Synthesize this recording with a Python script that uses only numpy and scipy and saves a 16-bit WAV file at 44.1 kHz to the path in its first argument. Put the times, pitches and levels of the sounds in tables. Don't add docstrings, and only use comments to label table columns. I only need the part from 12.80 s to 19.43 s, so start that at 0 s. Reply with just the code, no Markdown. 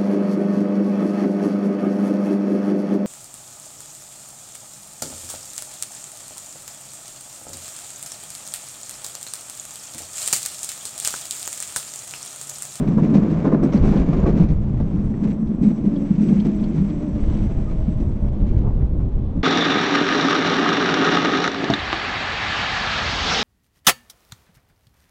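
import sys
import numpy as np
from scipy import signal
from scipy.fft import rfft, irfft, next_fast_len
from scipy.io import wavfile
from scipy.ndimage import uniform_filter1d, map_coordinates

SR = 44100
rng = np.random.default_rng(int(sys.argv[2]) if len(sys.argv) > 2 else 0)


def transcribe(u):
    v = np.clip(np.atleast_2d(u).T, -1, 1)
    q = np.round(v * 32767).astype(np.int16)
    wavfile.write(sys.argv[1], SR, q)


N = 292383

# start_s, length_s, boom_db, seat_share (0-1), clatter_db, rattle_db
JOLTS = [(0.076, 0.011, -15, 0, -29, -52.5), (0.174, 0.03, -15, 0.95, -29, -58),
         (0.228, 0.049, -26, 1, -34.5, -53.5), (0.339, 0.04, -18.5, 0.2, -27, -48),
         (0.499, 0.034, -21, 0.1, -42, -55.5), (0.642, 0.045, -35.5, 0.3, -21.5, -54),
         (0.716, 0.038, -34, 0.2, -21, -56.5), (0.825, 0.042, -26, 0.2, -30.5, -54.5),
         (0.919, 0.069, -21, 0.2, -26, -50), (1.03, 0.17, -17, 0.01, -25, -51.5),
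         (1.332, 0.0063, -35, .5, -31, -49.5), (1.364, 0.031, -16, 0.85, -33, -54),
         (1.462, 0.045, -15.5, 0.7, -21.5, -50), (1.563, 0.082, -21, 0.46, -29.5, -52),
         (1.683, 0.041, -25, 0.85, -32, -55.5), (1.999, 0.015, -12, 0.64, -30.5, -57.5),
         (2.427, 0.1, -22.5, 0.28, -37.5, -60.5), (2.819, 0.1, -17.5, 0, -36, -57),
         (3.405, 0.18, -16.5, 0, -39.5, -58.5), (3.648, 0.031, -16, 0.3, -32.5, -53),
         (3.942, 0.084, -16.5, 0.7, -44, -59), (4.504, 0.16, -24, 0, -39, -69),
         (5.197, 0.036, -23, 0.07, -38, -62.5), (5.975, 0.0077, -20, 1, -34, -80),
         (6.203, 0.0087, -20.5, 0.6, -32.5, -86), (6.558, 0.03, -19.5, 0.66, -48, -81)]
# pitch_hz, width_hz, gain_db
TUB_MODES = [(156.6, 52, -11.5), (169.6, 73, -7.5), (205.7, 15.1, 4.5), (287.5, 17, -11)]
# frequency_hz, gain_db
CONTACT_EQ = [(40, -42), (112, -20), (145, 0), (310, 0), (420, -8), (600, -15), (1500, -36), (9000, -110)]
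# frequency_hz, gain_db
GRIT_EQ = [(500, -26.5), (1450, 5.5), (1800, 4.5), (2250, 6.5), (3000, -1), (3800, -4), (4900, -7.5),
           (5800, -8.5), (7200, -10), (7900, -19), (8600, -27.5), (10000, -27), (11200, -32.5),
           (13000, -48)]
# frequency_hz, gain_db
TICK_EQ = [(1300, -15), (3100, 0), (6500, -10.5), (11000, -38)]


def rolling():
    # time_s, drone_db, tread_db, grit_db
    track = [(0, -21, -33.5, -53.5), (.39, -13.5, -31.5, -51.5), (.6, -23.5, -31.5, -51),
             (.7, -23, -33, -57), (.8, -22.5, -31.5, -59), (.9, -33.5, -33, -53.5),
             (1.14, -30, -32.5, -49.5), (1.53, -21, -31.5, -52), (1.77, -26, -41, -60.5),
             (2.33, -21.5, -40.5, -59.5), (2.66, -22.5, -41, -67), (3.1, -21, -41, -57.5),
             (3.55, -21, -40.5, -52.5), (3.85, -21.5, -41.5, -55), (4.3, -23, -39.5, -57),
             (4.6, -30.5, -40, -54), (5.37, -28, -42.5, -63), (5.72, -25, -42, -60.5),
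             (6.15, -34, -45.5, -68), (6.63, -30, -44.5, -69)]
    # frequency_hz, gain_db
    tread_eq = [(150, -22.5), (280, 9), (340, 9), (410, 4.5), (520, 1), (630, 3.5), (780, -7), (1050, -5),
                (1450, -14.5), (2300, -25), (3500, -37.5), (12000, -89)]
    # frequency_hz, gain_db
    frame_eq = [(180, -19), (265, 5), (310, -6), (360, -6), (420, -7.5), (510, -9), (650, -17.5),
                (1000, -37.5), (6000, -120)]
    drone_db, tread_db, grit_db = curves(track)
    load = wobble(55)
    bounce_db = 1.3 * load
    note = amp(-6) * tub_note()
    drone = amp(drone_db - 2.5 + 0.9 * load) * (tub(span_s=0.05) + note)
    tread = amp(tread_db - 1 + bounce_db) * coloured(impacts(rate=5500, spread_db=1.5), tread_eq)
    frame = amp(19) * coloured(impacts(rate=2100, spread_db=1), frame_eq)
    thud = amp(25.5) * seat(span_s=0.027)
    shudder = amp(1.491 * tread_db + bounce_db) * (frame + thud)
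    grit = amp(grit_db + bounce_db) * coloured(impacts(rate=6900, spread_db=3), GRIT_EQ)
    return drone + tread + shudder + grit


def tub(span_s):
    body = ringing(impacts(rate=2500, spread_db=2), TUB_MODES)
    return steadied(coloured(body, CONTACT_EQ), span_s)


def tub_note():
    pitch_hz, waver_hz = TUB_MODES[2][0], 11
    return unit(np.sin(2 * np.pi * np.cumsum(pitch_hz + waver_hz * wobble(22)) / SR))


def seat(span_s):
    # pitch_hz, width_hz, gain_db
    seat_modes = [(157.6, 21, 0)]
    body = ringing(impacts(rate=2500, spread_db=3), seat_modes)
    return steadied(coloured(body, CONTACT_EQ), span_s)


def jolts():
    # frequency_hz, gain_db
    clatter_eq = [(150, -22), (280, 22), (400, 15.5), (520, 5.5), (750, 1), (1150, -6), (1700, -14),
                  (2600, -31), (5000, -46.5), (14000, -100)]
    # frequency_hz, gain_db
    rattle_eq = [(600, -5), (2300, 13.5), (3200, 3), (3800, 5), (5100, -1.5), (5750, -1), (6400, -3.5),
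                 (7200, -7), (8100, -17.5), (8900, -19), (12000, -27), (14500, -48)]
    # pitch_hz, width_hz, gain_db
    fitting_modes = [(5540, 170, -0.5), (5870, 92, 5), (6740, 110, -2.5), (8240, 230, -5.5),
                     (11900, 500, -28)]
    # frequency_hz, gain_db
    chink_eq = [(2500, -29.5), (5200, 0), (8400, -7.5), (9500, -10.5), (12000, 3), (15000, -15.5)]
    boom, thud, clatter, rattle, chink = np.zeros((5, N))
    for start_s, length_s, boom_db, seat_share, clatter_db, rattle_db in JOLTS:
        rise_s = length_s / 18
        push = amp(boom_db) * burst(start_s, length_s, rise_s=0.0024, t60_s=0.044, sag_db=0)
        shake = burst(start_s, length_s, rise_s, t60_s=0.052, sag_db=5.5)
        boom += np.sqrt(1 - seat_share) * push
        thud += np.sqrt(seat_share) * push
        clatter += amp(clatter_db) * burst(start_s, length_s, rise_s, t60_s=0.075, sag_db=5.5)
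        rattle += amp(rattle_db) * shake
        chink += amp(1.4 * rattle_db) * shake
    steel = coloured(ringing(impacts(rate=520, spread_db=0.5), fitting_modes), chink_eq)
    body = boom * tub(span_s=0.024) + thud * seat(span_s=0.01)
    treads = steadied(coloured(impacts(rate=3000, spread_db=-0.5), clatter_eq), span_s=0.0042)
    fittings = coloured(impacts(rate=4200, spread_db=-1), rattle_eq)
    return (amp(-2) * body + amp(3.5) * clatter * treads
            + amp(6) * rattle * fittings + amp(8.5) * chink * steel)


def tub_knocks():
    # start_s, swell_s, pitch_hz, level_db
    blows = [(.166, 0.0067, 186, -7), (0.22, 0.0068, 175, -6.5), (0.353, 0.0047, 202, -7.5),
             (0.373, 0.011, 205, -6.5), (.664, 0.011, 262, -9), (0.727, 0.0094, 230, -9.5),
             (.746, 0.0056, 270, -13.5), (.831, 0.0047, 320, -12), (.842, 0.0046, 250, -4.5),
             (0.860, 0.0046, 237, -12.5), (0.943, 0.01, 197, -5), (1.108, 0.011, 196, -8),
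             (1.286, 0.01, 160, -10), (1.599, 0.012, 181, -5.5), (1.693, 0.016, 159, -10.5),
             (2.004, 0.012, 201, -17.5), (2.138, 0.0087, 183, -15.5), (2.445, 0.012, 206, -11),
             (2.478, 0.015, 207.6, -13), (2.515, 0.0073, 194, -11.5), (2.602, 0.024, 209.6, -17.5),
             (2.689, 0.011, 209, -13.5), (2.812, 0.0048, 195, -7), (2.83, 0.0052, 260, -7),
             (2.846, 0.01, 206, -8), (2.866, 0.01, 212.6, -9.5), (2.924, 0.0085, 203, -13.5),
             (3.058, 0.016, 199.4, -11.5), (3.305, 0.0083, 192, -5.5), (3.379, 0.0081, 191, -10.5),
             (3.428, 0.0039, 220, -13), (3.508, 0.015, 200.6, -11), (3.58, 0.013, 208.4, -10),
             (3.682, 0.01, 203.4, -11), (3.814, 0.0068, 211, -10.5), (3.984, 0.028, 197, -19),
             (5.080, .006, 192, -9)]
    return pings(blows)


def axle_clonks():
    # start_s, level_db, pitch_ratio
    strikes = [(0.177, -27, 0.93), (.648, -24.5, 1), (.669, -29, .99), (.720, -26.5, .99),
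               (.741, -24.5, .97), (.829, -31, 1.1), (.934, -38, 0.93), (1.325, -31.5, 1.12),
               (1.455, -28.5, 1.08)]
    # pitch_hz, gain_db
    pan_modes = [(375, -1), (500, 2.5), (635, 0), (850, -11), (1045, -4.5), (1210, -10.5), (1480, -15.5),
                 (1780, -17.5)]
    swell_s = 0.0074
    return sum(amp(level_db + gain_db + rng.normal(0, 1.3)) * ping(start_s, swell_s, pitch_hz * ratio)
               for start_s, level_db, ratio in strikes for pitch_hz, gain_db in pan_modes)


def wheel_hums():
    # start_s, length_s, pitch_hz, hum_db, octave_db
    hums = [(2.98, 0.39, 291.7, -21.5, -40.5), (3.55, 0.43, 326.3, -31.5, -43.5),
            (4.0, 0.58, 302.1, -29.5, -41.5), (4.55, 0.77, 331, -41.5, -44),
            (5.25, 0.54, 295.6, -38.5, -44.5)]
    fade_s, waver_hz, flutter_db = 0.15, 6.5, 2.5
    sag_hz_per_s = 31
    out = np.zeros(N)
    for start_s, length_s, pitch_hz, hum_db, octave_db in hums:
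        t = np.arange(N) / SR - start_s
        swell = np.clip(np.minimum(t, length_s - t) / fade_s, 0, 1)
        phase = 2 * np.pi * np.cumsum(pitch_hz - sag_hz_per_s * t + waver_hz * wobble(45)) / SR
        out += swell * (amp(hum_db) * np.sin(phase) + amp(octave_db) * np.sin(2 * phase))
    return amp(flutter_db * wobble(40)) * out


def steel_clinks():
    # start_s, swell_s, pitch_hz, level_db
    clinks = [(.061, 0.0018, 12200, -61), (.352, 0.0027, 5800, -45.5), (.827, 0.015, 8150, -55.5),
              (.828, .009, 5600, -49), (.850, 0.0075, 5950, -55), (.900, .003, 12000, -64),
              (.928, .008, 5900, -48), (.975, 0.0022, 4500, -38), (1.401, .002, 6800, -51)]
    return pings(clinks) * wobble(1100)


def grit_cracks():
    # start_s, level_db
    cracks = [(.945, -53), (0.953, -51), (.978, -55.5)]
    # frequency_hz, gain_db
    crack_eq = [(1500, -12), (4500, 0), (8200, -7), (9500, -19), (15000, -21)]
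    snaps = sum(amp(level_db) * burst(start_s, length_s=0.001, rise_s=0.0002, t60_s=0.008, sag_db=-4.5)
                for start_s, level_db in cracks)
    return snaps * coloured(rng.standard_normal(N), crack_eq)


def bracket_taps():
    # start_s, level_db
    taps = [(3.159, -46.5), (3.597, -39.5), (3.837, -44), (4.099, -50)]
    # pitch_hz, width_hz, gain_db
    bracket_modes = [(2200, 350, -6), (3290, 400, 0), (4240, 330, -2.5)]
    ring = ringing(rng.standard_normal(N), bracket_modes)
    buzz = steadied(coloured(ring, TICK_EQ), span_s=0.004)
    return buzz * sum(amp(level_db) * burst(start_s, length_s=0.01, rise_s=0.0022, t60_s=0.039, sag_db=8)
                      for start_s, level_db in taps)


def stones():
    # start_s, level_db, pitch_ratio
    flicks = [(1.17, -42, 0.9), (2.157, -49, 0.49), (2.34, -48, 0.44), (2.671, -54, 0.87),
              (3.486, -40.5, 0.68), (3.568, -45, 0.56), (3.652, -48, 0.96), (3.797, -51, 0.78),
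              (5.484, -55, 0.78)]
    out = np.zeros(N)
    for start_s, level_db, ratio in flicks:
        tick = coloured(impacts(rate=8000, spread_db=3), transposed(TICK_EQ, ratio))
        out += amp(level_db) * burst(start_s, length_s=0.006, rise_s=0.0005, t60_s=0.045, sag_db=6) * tick
    return out


def grit_scrubs():
    # start_s, length_s, level_db
    scrubs = [(4.377, 0.32, -58), (4.845, 0.44, -65.5), (5.498, 0.44, -70), (6.27, 0.33, -71)]
    # frequency_hz, gain_db
    scrub_eq = [(600, -39), (2000, -13.5), (3000, 3), (3700, 0), (4500, -6.5), (6000, -19), (12000, -79)]
    # start_s, length_s, level_db
    scrapes = [(2.428, 0.034, -48.5), (2.468, 0.02, -50.5), (2.499, 0.025, -50.5), (5.66, 0.055, -58),
               (5.765, 0.037, -55)]
    hiss = amp(wobble(35)) * coloured(impacts(rate=5800, spread_db=6), scrub_eq)
    crunch = coloured(impacts(rate=1900, spread_db=2), GRIT_EQ)
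    return slides(scrubs) * hiss + slides(scrapes) * crunch


def tread_rubs():
    # centre_hz, level_db
    rubs = [(5.824, 0.11, 746, -40), (6.001, .04, 1590, -53), (6.187, 0.02, 1190, -56)]
    # ratio_to_centre, gain_db
    rub_eq = [(.2, -15), (.7, 0), (1.3, -3), (2.2, -24), (8, -70)]
    out = np.zeros(N)
    for start_s, length_s, centre_hz, level_db in rubs:
        friction = coloured(rng.standard_normal(N), transposed(rub_eq, centre_hz))
        out += slides([(start_s, length_s, level_db)]) * friction
    return out


def wheel_squeak():
    pitch_hz, waver_hz = 1235, 25
    phase = 2 * np.pi * np.cumsum(pitch_hz + waver_hz * wobble(200)) / SR
    slip = burst(start_s=4.866, length_s=0.028, rise_s=0.008, t60_s=0.06, sag_db=0)
    return amp(-47.5) * slip * unit(np.sin(phase))


def bearings():
    # time_s, level_db
    side_load = [(0, -64.5), (1.1, -81.5), (1.8, -80), (2.3, -71), (2.7, -72), (3.5, -69), (4.4, -67),
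                 (5.1, -70), (5.9, -82.5), (6.63, -83)]
    # pitch_hz, width_hz, gain_db
    race_modes = [(5910, 970, 1.6), (7700, 330, 2), (11650, 300, -10.5), (12300, 250, -13)]
    load_db, = curves(side_load)
    shocks = np.zeros(N)
    for start_s, length_s, boom_db, seat_share, *_ in JOLTS:
        shock = burst(start_s, length_s, rise_s=0.004, t60_s=0.11, sag_db=6.5)
        shocks += amp(boom_db) * (1 - seat_share) * shock
    ring = ringing(ringing(rng.standard_normal(N), race_modes), race_modes)
    drift = np.cumsum(0.004 * wobble(25))
    ring = map_coordinates(ring, [np.arange(N) + drift], mode="mirror")
    return (amp(load_db + 2.3 * wobble(45)) + amp(-45.5) * shocks) * unit(ring)


def wind():
    # time_s, buffet_db, wake_db
    flow = [(0.0, -28.5, -27), (0.68, -35.5, -29), (0.94, -30, -35.5), (1.02, -21, -18.5),
            (1.16, -23, -28.5), (1.95, -23.5, -19.5), (2.34, -27.5, -27), (2.42, -33, -30),
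            (3.21, -33.5, -48), (3.8, -30, -38), (4.25, -28.5, -37.5), (4.43, -21, -25.5), (5.54, -21, -26),
            (5.85, -16.5, -19), (6.2, -20.5, -44), (6.63, -25.5, -28)]
    # peak_s, boost_db
    gusts = [(1.04, 7.5), (4.6, 0), (6.33, 2.5)]
    # frequency_hz, gain_db
    buffet_eq = [(4, -21), (14, -3), (27, 0.5), (41, -3), (54, -1.5), (95, -9), (135, -10.5), (200, -24.5),
                 (300, -25), (600, -38), (1500, -72.5), (9000, -120)]
    # frequency_hz, gain_db
    wake_eq = [(45, -33), (90, 8), (128, 10.5), (150, 4.5), (180, -5.5), (230, -20.5), (500, -54.5),
               (3000, -120)]
    # frequency_hz, gain_db
    rush_eq = [(300, -2), (800, 17), (1500, -6.5), (2700, -7.5), (3500, -6), (4500, -14.5), (7000, -27.5),
               (9000, -27.5), (13000, -43)]
    buffet_db, wake_db = curves(flow)
    t = np.arange(N) / SR
    half_width_s = 0.05
    gust_db = sum(boost_db * np.exp(-((t - peak_s) / half_width_s) ** 2) for peak_s, boost_db in gusts)
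    buffet = steadied(coloured(rng.standard_normal(N), buffet_eq), span_s=0.1)
    wake = steadied(coloured(rng.standard_normal(N), wake_eq), span_s=0.07)
    rush = amp(-54.5 + 1.2 * wobble(16)) * coloured(rng.standard_normal(N), rush_eq)
    buffet *= amp(buffet_db + gust_db + 1.47 + 2.46 * wobble(22))
    wake *= amp(wake_db + gust_db - 5)
    return buffet + wake + rush


def amp(db):
    return 10 ** (np.asarray(db) / 20)


def unit(x):
    return x / np.sqrt(np.mean(x ** 2) + 1e-20)


def curves(rows):
    times_s, *columns = np.transpose(rows)
    return [np.interp(np.arange(N) / SR, times_s, column) for column in columns]


def wobble(rate):
    knots = rng.standard_normal(int(N * rate / SR) + 2)
    steps = np.arange(len(knots) * 10) / 10
    return np.interp(np.arange(N) * rate / SR, steps, map_coordinates(knots, [steps], mode="nearest"))


def filtered(x, response):
    size = next_fast_len(N + SR // 2)
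    return irfft(rfft(x, size) * response(np.fft.rfftfreq(size, 1 / SR)), size)[:N]


def coloured(x, eq):
    points_hz, gains_db = np.transpose(eq)
    return unit(filtered(x, lambda hz: amp(np.interp(np.log(hz + 1), np.log(points_hz), gains_db))))


def transposed(eq, factor):
    return [(point * factor, gain_db) for point, gain_db in eq]


def ringing(x, modes):
    return filtered(x, lambda hz: sum(amp(db) * 1j * hz * width / (pitch ** 2 - hz ** 2 + 1j * hz * width)
                                      for pitch, width, db in modes))


def impacts(rate, spread_db):
    hit = rng.random(N) < rate / SR
    return unit(hit * rng.standard_normal(N) * amp(spread_db * np.clip(rng.standard_normal(N), -2, 2)))


def steadied(x, span_s):
    power = uniform_filter1d(np.abs(signal.hilbert(x)) ** 2, max(int(span_s * SR), 2))
    return unit(x / np.sqrt(np.abs(power) + 0.2))


def burst(start_s, length_s, rise_s, t60_s, sag_db):
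    t = np.arange(SR // 2) / SR
    attack = 1 - np.exp(-t / rise_s)
    fall_db = sag_db * np.minimum(t / length_s, 1) + 60 * np.maximum(t - length_s, 0) / t60_s
    return np.pad(attack * amp(-fall_db), (round(start_s * SR), N))[:N]


def ping(start_s, swell_s, pitch_hz):
    t = np.arange(SR // 5) / SR
    envelope = (t / swell_s * np.exp(1 - t / swell_s)) ** 2
    return np.pad(envelope * np.sin(2 * np.pi * pitch_hz * t), (round(start_s * SR), N))[:N]


def pings(rows):
    return sum(amp(db) * ping(start_s, swell_s, pitch_hz) for start_s, swell_s, pitch_hz, db in rows)


def slides(rows):
    t = np.arange(N) / SR
    return sum(amp(level_db) * np.sin(np.pi * np.clip((t - start_s) / length_s, 0, 1))
               for start_s, length_s, level_db in rows)


def scene():
    body = rolling() + jolts() + tub_knocks() + axle_clonks()
    ticks = steel_clinks() + grit_cracks() + bracket_taps() + stones()
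    wheels = bearings() + wheel_squeak() + wheel_hums()
    return (body + ticks + wheels + wind() + grit_scrubs() + tread_rubs())[None]


def record(dry):
    ceiling, fade_s, top_hz = 0.7, 0.003, 15700
    rounded = dry[0] / (1 + np.abs(dry[0] / ceiling) ** 10) ** (1 / 10)
    fade = np.minimum(np.arange(N)[::-1] / (fade_s * SR), 1)
    return filtered(rounded * fade, lambda hz: hz < top_hz)[None]


dry = scene()
out = record(dry)
transcribe(out)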